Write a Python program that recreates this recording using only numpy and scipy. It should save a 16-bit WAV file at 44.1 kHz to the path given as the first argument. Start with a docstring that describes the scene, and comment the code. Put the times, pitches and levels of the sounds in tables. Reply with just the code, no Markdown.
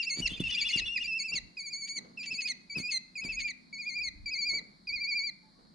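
"""Trilling falcon chicks in a wooden nest box

Each cry is a clear whistle: harmonics of a gliding pitch, filtered by throat resonances. It trills about
13 times a second and breaks into short rasps by noise modulation. A smaller chick peeps in hoarse sines.
Feet excite the damped modes of a tray, wood chips rustle as grainy noise, wind presses on the stereo
microphone in gusts, and shaped noise gives a far hum and hiss. Wall echoes and a dull tail follow the voices."""
import sys
import numpy as np
from scipy import signal
from scipy.fft import rfft, irfft, next_fast_len
from scipy.io import wavfile

SR = 44100
rng = np.random.default_rng(int(sys.argv[2]) if len(sys.argv) > 2 else 0)


def to_wav(sig):
    """Store sig (one row per channel, or 1-D mono) as 16-bit WAV at the path in sys.argv[1].

    Samples outside -1..1 are clipped; the rate is SR.
    """
    pcm = np.clip(np.atleast_2d(sig), -1, 1) * 32767
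    pcm = np.round(pcm).astype(np.int16)
    wavfile.write(sys.argv[1], SR, pcm.T)  # frames by channels


N = 253134

# Cries: f/Hz of the closing droop, basic brightness per overtone step/dB at start and at end,
# left minus right/dB, brightness gained per dB of effort, octave overtone lift/dB, lingering at turns (0-1),
# then the crests and troughs of the trill: (t/s, f/Hz, effort level/dB before the loss by gliding)
CRY_TRILLS = [ (1916, 2, 4, 0.3, -0.21, 2, 0.52, [(0.0, 2790, -30.5), (0.048, 2293, -38),
              (0.079, 2690, -28.5), (0.116, 2151, -32.5), (0.181, 2290, -46), (0.2, 2280, -39),
              (0.229, 2950, -30), (0.248, 2804, -33.5), (0.262, 2710, -22.5)]),
              (2600, 6, -4, 0.3, -0.35, -8, 0.3, [(0.288, 2750, -41.5), (0.342, 3210, -40),
              (0.382, 2446, -42), (0.401, 2980, -36), (0.415, 2730, -44)]),
              (2850, 2.5, 4.5, 1.4, -1.5, -6.3, 0.24, [(0.434, 2790, -33), (0.48, 2636, -29.5),
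              (0.495, 2990, -32)]), (1810, 1.8, 1.4, 1.3, -0.54, 1, 0.38, [(0.509, 2533, -25),
              (0.524, 2888, -28), (0.555, 2365, -30.5), (0.583, 2813, -28.5), (0.626, 2263, -30),
              (0.667, 2850, -32), (0.71, 2134, -30.5), (0.74, 2840, -28), (0.758, 2770, -28),
              (0.782, 2250, -29)]), (2980, 7, 5, 0.3, -0.027, 4, 0.4, [(0.685, 2516, -24.5),
              (0.71, 2850, -38)]), (1923, -1, 3, 0.3, -0.47, -1, 0.57, [(0.77, 2752, -26.5),
              (0.798, 2813, -35), (0.825, 2550, -33), (0.866, 2907, -33.5), (0.885, 2727, -35),
              (0.93, 2820, -35.5), (0.985, 2432, -35), (1.018, 2846, -31), (1.055, 2348, -34),
              (1.083, 2707, -32.5), (1.128, 2600, -30), (1.17, 2680, -31), (1.212, 2190, -35.5),
              (1.259, 2660, -33), (1.303, 2308, -36), (1.334, 2740, -29), (1.368, 2210, -31.5)]),
              (1810, 3, -7, 0.3, -0.45, -7, 0.23, [(0.955, 2360, -44), (0.964, 2536, -23)]),
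              (1960, 0.9, 3, 0.3, -0.21, -1.9, 0.23, [(1.568, 2507, -37.5), (1.616, 2195, -42),
              (1.643, 2380, -44.5), (1.682, 2198, -41), (1.714, 2443, -44), (1.747, 2186, -36.5),
              (1.795, 2305, -45.5), (1.838, 2195, -38), (1.877, 2317, -44.5), (1.905, 2205, -38),
              (1.944, 2306, -48.5), (1.972, 2233, -35)]),
              (1930, -0.2, 3, 0.3, -0.35, -0.5, 0.22, [(2.172, 2683, -37), (2.215, 2366, -37.5),
              (2.247, 2690, -36.5), (2.266, 2315, -39.5), (2.288, 2255, -40.5), (2.318, 2644, -29),
              (2.36, 2210, -41.5), (2.395, 2598, -29.5), (2.434, 2158, -42), (2.463, 2500, -29.5),
              (2.49, 2168, -40), (2.503, 2162, -33)]),
              (2048, -2.5, 4.5, 1.7, -0.35, -0.5, 0.38, [(2.696, 2313, -39.5), (2.736, 2254, -40.5),
              (2.761, 2576, -29.5), (2.807, 2162, -41), (2.845, 2440, -34), (2.872, 2423, -33),
              (2.897, 2630, -29), (2.927, 2156, -35.5), (2.96, 2075, -34.5)]),
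              (1900, 0.5, -2.5, 2.7, -0.61, -6, 0.45, [(3.153, 2497, -35.5), (3.2, 2185, -32.5),
              (3.222, 2560, -35.5), (3.271, 2278, -36), (3.3, 2638, -30), (3.347, 2175, -37),
              (3.376, 2530, -30.5), (3.425, 2175, -36), (3.452, 2433, -28.5), (3.497, 2267, -34)]),
              (1996, -6.5, -0.4, 3.8, -0.46, -0.6, 0.41, [(3.726, 2268, -38), (3.77, 2190, -40),
              (3.799, 2447, -32.5), (3.839, 2169, -40.5), (3.876, 2446, -30.5), (3.92, 2117, -38.5),
              (3.972, 2438, -30.5), (3.992, 2316, -33), (4.021, 2484, -32.5), (4.05, 2215, -35),
              (4.07, 2166, -34.5)]), (1980, -2, -1, 1.9, -0.03, 2, 0.19, [(4.257, 2362, -36),
              (4.296, 2251, -34.5), (4.32, 2542, -32.5), (4.363, 2141, -35), (4.394, 2371, -32.5),
              (4.43, 2205, -30.5), (4.469, 2424, -31), (4.516, 2168, -30.5), (4.556, 2297, -30),
              (4.576, 2253, -32.5)]), (2040, -7, -3, 0.69, -0.0062, 4, 0.1, [(4.87, 2467, -33.5),
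              (4.91, 2239, -33), (4.942, 2459, -30), (4.986, 2131, -36), (5.018, 2380, -31.5),
              (5.056, 2216, -33.5), (5.089, 2440, -30.5), (5.13, 2218, -29), (5.162, 2405, -29),
              (5.208, 2205, -31.5), (5.254, 2375, -32.5), (5.279, 2230, -33)]), ]
# Resonances of windpipe and open beak, about 2 kHz apart: f/Hz, gain level/dB
THROAT_GAIN = [(1300, -31), (1950, -3), (2300, -5), (2750, -0.5), (3900, -8.5), (4250, -6), (4600, -3),
               (5500, -21), (6000, -21), (6300, -17), (6650, -14.5), (7750, -41.5), (8650, -31),
               (9600, -44.5), (11000, -55.5), (15600, -69)]
# Spells in which the voice breaks up: start t/s, end t/s, added roughness (0-1)
RASP_SPELLS = [(0.022, 0.057, 0.46), (0.09, 0.1, 0.52), (0.163, 0.229, 0.36), (0.264, 0.281, 0.77),
               (0.287, 0.443, 0.65), (0.445, 0.515, 0.33), (0.49, 0.825, 0.33), (0.992, 1.086, 0.22),
               (1.335, 1.375, 0.26), (1.873, 1.891, 0.85), (1.967, 1.98, 0.25), (2.228, 2.268, 0.82),
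               (2.321, 2.35, 0.2), (2.403, 2.424, 0.8), (2.47, 2.496, 0.69), (2.902, 2.942, 0.23),
               (3.237, 3.244, 0.85), (3.283, 3.344, 0.17), (3.387, 3.422, 0.65), (3.475, 3.494, 0.55)]
# One-note peeps of a smaller chick: start t/s, end t/s, f/Hz, direct rms level/dB
PEEP_NOTES = [(.297, .325, 3405, -43.5), (.33, .372, 3490, -44), (.395, .425, 3444, -39.5),
              (.455, .495, 3580, -52), (.507, .557, 3430, -38), (.579, .62, 3400, -38.5),
              (.648, .69, 3415, -36), (.72, .762, 3395, -41), (.787, .808, 3380, -59),
              (.855, .893, 3423, -38), (1.022, 1.04, 3480, -46), (3.84, 3.91, 3410, -72)]
# Faint soft tones that come and go: start t/s, end t/s, f/Hz, direct rms level/dB
FAINT_TONES = [(.8, 2.0, 342.7, -76.5), (2.0, 2.55, 246.7, -68), (3.35, 4.0, 248.8, -66),
               (4.0, 4.5, 289, -71.5), (5.425, 5.495, 860, -71), (5.55, 5.6, 1104, -76)]
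# Feet on the tray: first touch t/s, relative strike level/dB, crack level relative to the strike/dB
FOOTFALLS = [(0.185, -21.5, -26), (0.198, -17, -32), (0.315, -23, -28), (0.4, -10.5, -34.5),
             (0.756, -23, -19.5), (1.341, -30.5, -52), (2.325, -35, -52), (2.767, -26, -22.5),
             (2.78, -27, -16.5), (2.797, -25, -30), (3.246, -22, -26)]
# Modes of the tray: f/Hz, relative level/dB, decay time by 60 dB t/s
TRAY_MODES = [(143, -15.5, 0.31), (187, 6, 0.07), (251, 1.5, 0.09), (310, -2, 0.045), (487, -45.5, 0.03)]
# Spectrum of the cracking chips: f/Hz, relative density level/dB
CRACK_SPECTRUM = [(300, -18.5), (4000, -20.0), (10000, -20), (12000, -38)]
# Feet scuffing through the chips: t/s, time to fall by 20 dB t/s, level/dB before the side balance
SCUFF_EVENTS = [(0.146, 0.64, -52), (.75, 0.21, -59.5), (1.307, 0.16, -52), (1.96, 0.6, -57),
                (2.3, 0.057, -54), (2.749, 0.11, -46.5), (3.227, 0.1, -45), (4.512, 0.19, -49.5),
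                (4.899, 0.11, -64.5), (5.569, 0.32, -62.5)]
# Spectrum of the rustling chips: f/Hz, relative density level/dB
CHIP_SPECTRUM = [(150, -12.5), (300, -2.5), (600, -6.5), (1300, -12.5), (2000, -23.5), (6000, -36.5),
                 (15000, -84.5)]
# Spectrum of the tray rumble: f/Hz, relative density level/dB
RUMBLE_SPECTRUM = [(60, -34.5), (120, -6), (165, 4.5), (200, 6.5), (260, 1), (350, -5.5), (900, -57.5)]
# Gusts on the microphone: t/s at the top, level/dB added to the calm wind
GUSTS = [(0.277, -45), (0.454, -45), (0.645, -60.5), (0.837, -48), (1.049, -59.5), (1.409, -51),
         (2.808, -61.5), (3.298, -52), (3.424, -55.5), (4.049, -54.5), (4.221, -49), (4.518, -60),
         (4.952, -57)]
# Spectrum of the wind pressure: f/Hz, relative density level/dB
WIND_SPECTRUM = [(10, -26.0), (35, 6.0), (60, -1), (110, -9.0), (200, -43), (400, -85)]
# Wavering hum: f/Hz, width of each of two resonances/Hz, rms level/dB
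HUM_BANDS = [(181.6, 43, -73)]
# Spectrum of the far air noise: f/Hz, relative density level/dB
AIR_SPECTRUM = [(300, -24), (550, -15), (900, -13.5), (1500, -18), (2200, -19), (3200, -57), (5500, -39),
                (7000, -30), (10500, -32), (11500, -40), (15700, -72)]
# Left-right likeness of the noises: f/Hz, correlation (-1 to 1)
EAR_LIKENESS = [(30, 0.1), (100, 0.7), (220, 0.69), (400, 0.39), (800, -0.6), (1300, -0.66), (2500, 0.4),
                (4300, 0.5), (8000, -0.2)]
# Side wall echoes: delay t/s, level/dB before the treble emphasis
WALL_ECHOES = [(.00009, -14), (.00066, -9), (.00177, -21.5), (.0031, -21), (.0047, -6.5)]

ATTACK_S, RELEASE_S = 0.0045, 0.007
DROOP_S, DROOP_DB = 0.023, 1.5   # after the last turn: duration of the droop, change of effort meanwhile
DROOP_SWING = 0.88   # share of a half cosine that the droop runs before the voice stops
USUAL_HZ, USUAL_DB = 2400, -33   # reference pitch and effort for the brightness
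BRIGHT_DB_PER_KHZ = -4   # overtones stand out when the voice is lower than usual
GLIDE_DB_PER_KHZ_S = 0.2639   # loss of effort while the pitch glides
FALL_LIFT_DB, FALL_KHZ_PER_S = 3, 6   # limit of the octave swell, glide rate that scales it
RASP_EDGE_S = 0.004
GUST_HALF_S = 0.063   # from the top of a gust to 1/e of it
SHRILL_HZ, SHRILL_WIDTH_HZ, SHRILL_DB = 4340, 820, -67.5   # steady far hiss: same columns as the hum
AIR_DB = -70.5   # rms
YARD_T60_S, YARD_DB, YARD_CUT_HZ = 0.48, -18, 1900
CUTOFF_HZ = 15700


def trill(turns, droop_hz, linger):
    """Cosine interpolation: pitch and effort swing from turn to turn, slowest at each turn."""
    droop = (turns[-1][0] + DROOP_S, droop_hz, turns[-1][2] + DROOP_DB)
    turn_s, turn_hz, turn_db = np.transpose(turns + [droop])
    i = np.arange(round(turn_s[0] * SR), round(turn_s[-1] * SR))
    count = np.arange(len(turn_s))
    place = np.interp(i / SR, turn_s, count)
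    reach = np.where(place < len(turn_s) - 2, 1, DROOP_SWING)
    trilling = np.minimum(place, len(turn_s) - 2)
    place -= np.clip(linger, 0, 1) * np.sin(2 * np.pi * trilling) / (4 * np.pi)
    swing = (1 - np.cos(np.pi * reach * (place % 1))) / (1 - np.cos(np.pi * reach))
    place = place // 1 + swing
    return i, turn_s, np.interp(place, count, turn_hz), np.interp(place, count, turn_db)


def throat(voices):
    """Source-filter principle: windpipe and beak weight the harmonics by a fixed resonance curve."""
    size = next_fast_len(N + SR // 10)
    hz = np.maximum(np.fft.rfftfreq(size, 1 / SR), 10)
    return irfft(rfft(voices, size) * amp(at_hz(THROAT_GAIN, hz)), size)[:, :N]


def cries():
    """Harmonic synthesis with irregular modulation: uneven membrane beats shake phase and level in a rasp."""
    out = np.zeros((2, N))
    rough = 0.023 + sum(depth * gate(a, b, RASP_EDGE_S) for a, b, depth in RASP_SPELLS)
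    shake, flutter, breath = drift(730), drift(240), rng.standard_normal(N)
    # the harmonics waver quickly in level, each following one of three random courses/dB
    waver = np.array([1.4 * drift(22), 2.6 * drift(40), 3.2 * drift(60)])
    for droop_hz, first_db, last_db, pan_db, per_db, octave_db, linger, turns in CRY_TRILLS:
        i, turn_s, pitch, effort = trill(turns, droop_hz, linger)
        t = i / SR
        start, end = turn_s[[0, -1]]
        phase = 2 * np.pi * np.cumsum(pitch) / SR + .5 * rough[i] * shake[i]
        above_khz = (pitch - USUAL_HZ) / 1000
        glide = np.gradient(above_khz) * SR   # kHz per s
        effort -= GLIDE_DB_PER_KHZ_S * np.abs(glide)
        bright = np.interp(t, [start, end], [first_db, last_db])
        bright += BRIGHT_DB_PER_KHZ * above_khz + per_db * (effort - USUAL_DB)
        bright = np.clip(bright, -12, 6)
        # the octave swells while the pitch falls and thins while it rises
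        octave = octave_db - FALL_LIFT_DB * np.tanh(glide / FALL_KHZ_PER_S)
        voice = 0.19 * rough[i] * breath[i]   # air rushes past membranes that close badly
        for k in range(7):
            level_db = min(k, 3) * bright + (k == 1) * octave + waver[k % 3, i]
            voice += amp(level_db) * np.sin((k + 1) * phase + k)
        already_sounding = start == 0   # no attack for a cry under way at time 0
        attack = (t - start + already_sounding) / ATTACK_S
        fade = np.clip(np.minimum(attack, (end - t) / RELEASE_S), 0, 1)
        gain = np.sqrt(2) * amp(effort + pan_db / 2 * np.array([[1], [-1]]))
        out[:, i] += gain * voice * fade * (1 + 0.4 * rough[i] * flutter[i])
    return throat(out)


def notes(table, hoarse):
    """Phase modulation: sine whistles arch slightly in pitch, and random phase makes them hoarse."""
    t, out = np.arange(N) / SR, 0
    flutter = drift(200) + 0.63 * drift(1100)
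    for a, b, hz, level_db in table:
        # this phase raises the pitch by up to 1.6 percent of hz per... scaled so that it peaks midway
        arch = 0.032 * hz * (b - a) * np.cos(np.pi * (t - a) / (b - a))
        whistle = np.sin(2 * np.pi * hz * t - arch + hoarse * flutter)
        out = out + amp(level_db) * gate(a, b, 0.0082) * whistle
    return np.sqrt(2) * out


def box(near):
    """Image-source echoes reach the two ports with opposite sign; the yard returns a decaying noise tail."""
    x = near.mean(axis=0)
    i = np.arange(N)
    side = sum(amp(db) * np.interp(i - lag * SR, i, x, left=0) for lag, db in WALL_ECHOES)
    side = signal.lfilter([1, -.4], [1], side)   # the ports differ more in the treble
    t = np.arange(SR) / SR
    tail = rng.standard_normal((2, SR)) * amp(-60 * t / YARD_T60_S) * np.clip(t / 0.0099, 0, 1)
    tail = signal.sosfilt(signal.butter(1, YARD_CUT_HZ, fs=SR, output="sos"), tail)
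    tail /= np.sqrt(np.sum(tail ** 2, axis=1, keepdims=True))
    yard = signal.fftconvolve(x[None], tail, axes=1)[:, :N]
    return near + side * [[1], [-1]] + amp(YARD_DB) * yard


def thumps():
    """Modal excitation: a footfall is an impulse to the damped modes of the tray; the chips under it crack."""
    out, crack = np.zeros(N), np.zeros(N)
    at, strike_db, crack_db = np.transpose(FOOTFALLS)
    at = np.round((at + 0.0027) * SR).astype(int)   # tray and chips answer just after the first touch
    chance_db = rng.normal(0, 2.5, (len(at), len(TRAY_MODES)))
    for k, (hz, level_db, t60) in enumerate(TRAY_MODES):
        clicks = np.full(N, 1e-18)
        clicks[at] = amp(strike_db + level_db - 18.0 + chance_db[:, k])
        r, w = amp(-60 / (t60 * SR)), 2 * np.pi * hz / SR
        out += signal.lfilter([0, np.sin(w)], [1, -2 * r * np.cos(w), r * r], -clicks)
    # a padded foot lands softly
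    out = signal.sosfilt(signal.butter(2, [90, 500], "band", fs=SR, output="sos"), out)
    crack[at] = amp(strike_db + crack_db)
    crack = signal.lfilter([1], [1, -amp(-60 / (0.09 * SR))], crack + 1e-18)   # falls 60 dB in 0.09 s
    return out * amp([[-.8], [.8]]) + crack * coloured(rng.standard_normal((2, N)), CRACK_SPECTRUM)


def shuffling():
    """Amplitude-modulated noise: chips rustle in grains after each scuff; the tray rumbles, more under feet."""
    t = np.arange(N) / SR
    feet = np.zeros(N)
    for start, length, db in SCUFF_EVENTS:
        fall_db = 20 * np.maximum(t - start, 0) / length
        feet += amp(db - fall_db) * np.clip((t - start) / 0.022, 0, 1)
    grains = rng.standard_normal((2, N)) * amp(3.0 * drift(120))
    lumps = rng.standard_normal((2, N)) * amp(1.53 * drift(7.1))
    rustle = feet * coloured(grains, CHIP_SPECTRUM)
    rumble = (amp(-64) + 0.57 * feet) * coloured(lumps, RUMBLE_SPECTRUM)
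    return (rustle + rumble) * amp([[-.8], [.8]])


def wind():
    """Turbulent pressure: low-frequency noise at the microphone ports swells in bell-shaped gusts."""
    t = np.arange(N) / SR
    swell = amp(-76.0) + sum(amp(db) * np.exp(-((t - s) / GUST_HALF_S) ** 2) for s, db in GUSTS)
    return swell * coloured(rng.standard_normal((2, N)), WIND_SPECTRUM)


def background():
    """Resonant filtering: narrow noise bands give a wavering hum and a shrill hiss over far air noise."""
    out = amp(AIR_DB) * coloured(rng.standard_normal((2, N)), AIR_SPECTRUM)
    for hz, width_hz, level_db in HUM_BANDS + [(SHRILL_HZ, SHRILL_WIDTH_HZ, SHRILL_DB)]:
        white = rng.standard_normal((2, N))
        mid, side = resonance(resonance(white, hz, width_hz), hz, width_hz)
        out = out + amp(level_db) * rms_one(both_ears(mid, side, hz))
    return out


def amp(db):
    """Decibel law: the amplitude ratio of a level."""
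    return 10 ** (np.asarray(db) / 20)


def rms_one(x):
    """Normalization of the mean power: scaled to rms 1."""
    return x / np.sqrt(np.mean(x ** 2) + 1e-20)


def at_hz(points, hz):
    """Linear interpolation of a spectrum table on a logarithmic frequency axis."""
    table = np.array(points)
    return np.interp(np.log(hz), np.log(table[:, 0]), table[:, 1])


def drift(rate):
    """Low-pass filtered noise: smooth chance of rms 1 that changes about rate times a second."""
    r = np.exp(-2 * np.pi * rate / SR)
    white = rng.standard_normal(N + SR)
    return rms_one(signal.lfilter([1], [1, -2 * r, r * r], white)[SR:])   # the filter settles for 1 s


def gate(start, end, edge):
    """Raised-cosine window: 1 between start and end, with soft edges."""
    t = np.arange(N) / SR
    return np.sin(np.pi / 2 * np.clip(np.minimum(t - start, end - t) / edge, 0, 1)) ** 2


def resonance(x, hz, width_hz):
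    """Damped oscillator: a two-pole peak of gain 1."""
    r = np.exp(-np.pi * width_hz / SR)
    poles = [1, -2 * r * np.cos(2 * np.pi * hz / SR), r * r]
    return signal.lfilter(np.array([1, 0, -1]) * (1 - r * r) / 2, poles, x)


def both_ears(mid, side, hz):
    """Interchannel correlation: sum and difference noises are weighted to the likeness at this frequency."""
    alike = np.clip(at_hz(EAR_LIKENESS, hz), -1, 1)
    return np.sqrt(1 + alike) * mid + np.sqrt(1 - alike) * side * [[1], [-1]]


def coloured(white, spectrum):
    """Spectral shaping: stereo noise takes on a spectrum and a likeness, at rms 1."""
    hz = np.maximum(np.fft.rfftfreq(N, 1 / SR), 10)
    mid, side = rfft(white) * amp(at_hz(spectrum, hz))
    return rms_one(irfft(both_ears(mid, side, hz), N))


def scene():
    """Superposition: the pressures of all sources add at the microphone."""
    voices = cries() + notes(PEEP_NOTES, hoarse=0.32) + notes(FAINT_TONES, hoarse=0.089)
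    return box(voices) + thumps() + shuffling() + wind() + background()


def record(dry):
    """Band limiting: a steep elliptic low-pass removes the top."""
    return signal.sosfilt(signal.ellip(12, .5, 70, CUTOFF_HZ, fs=SR, output="sos"), dry)


dry = scene()
out = record(dry)
to_wav(out)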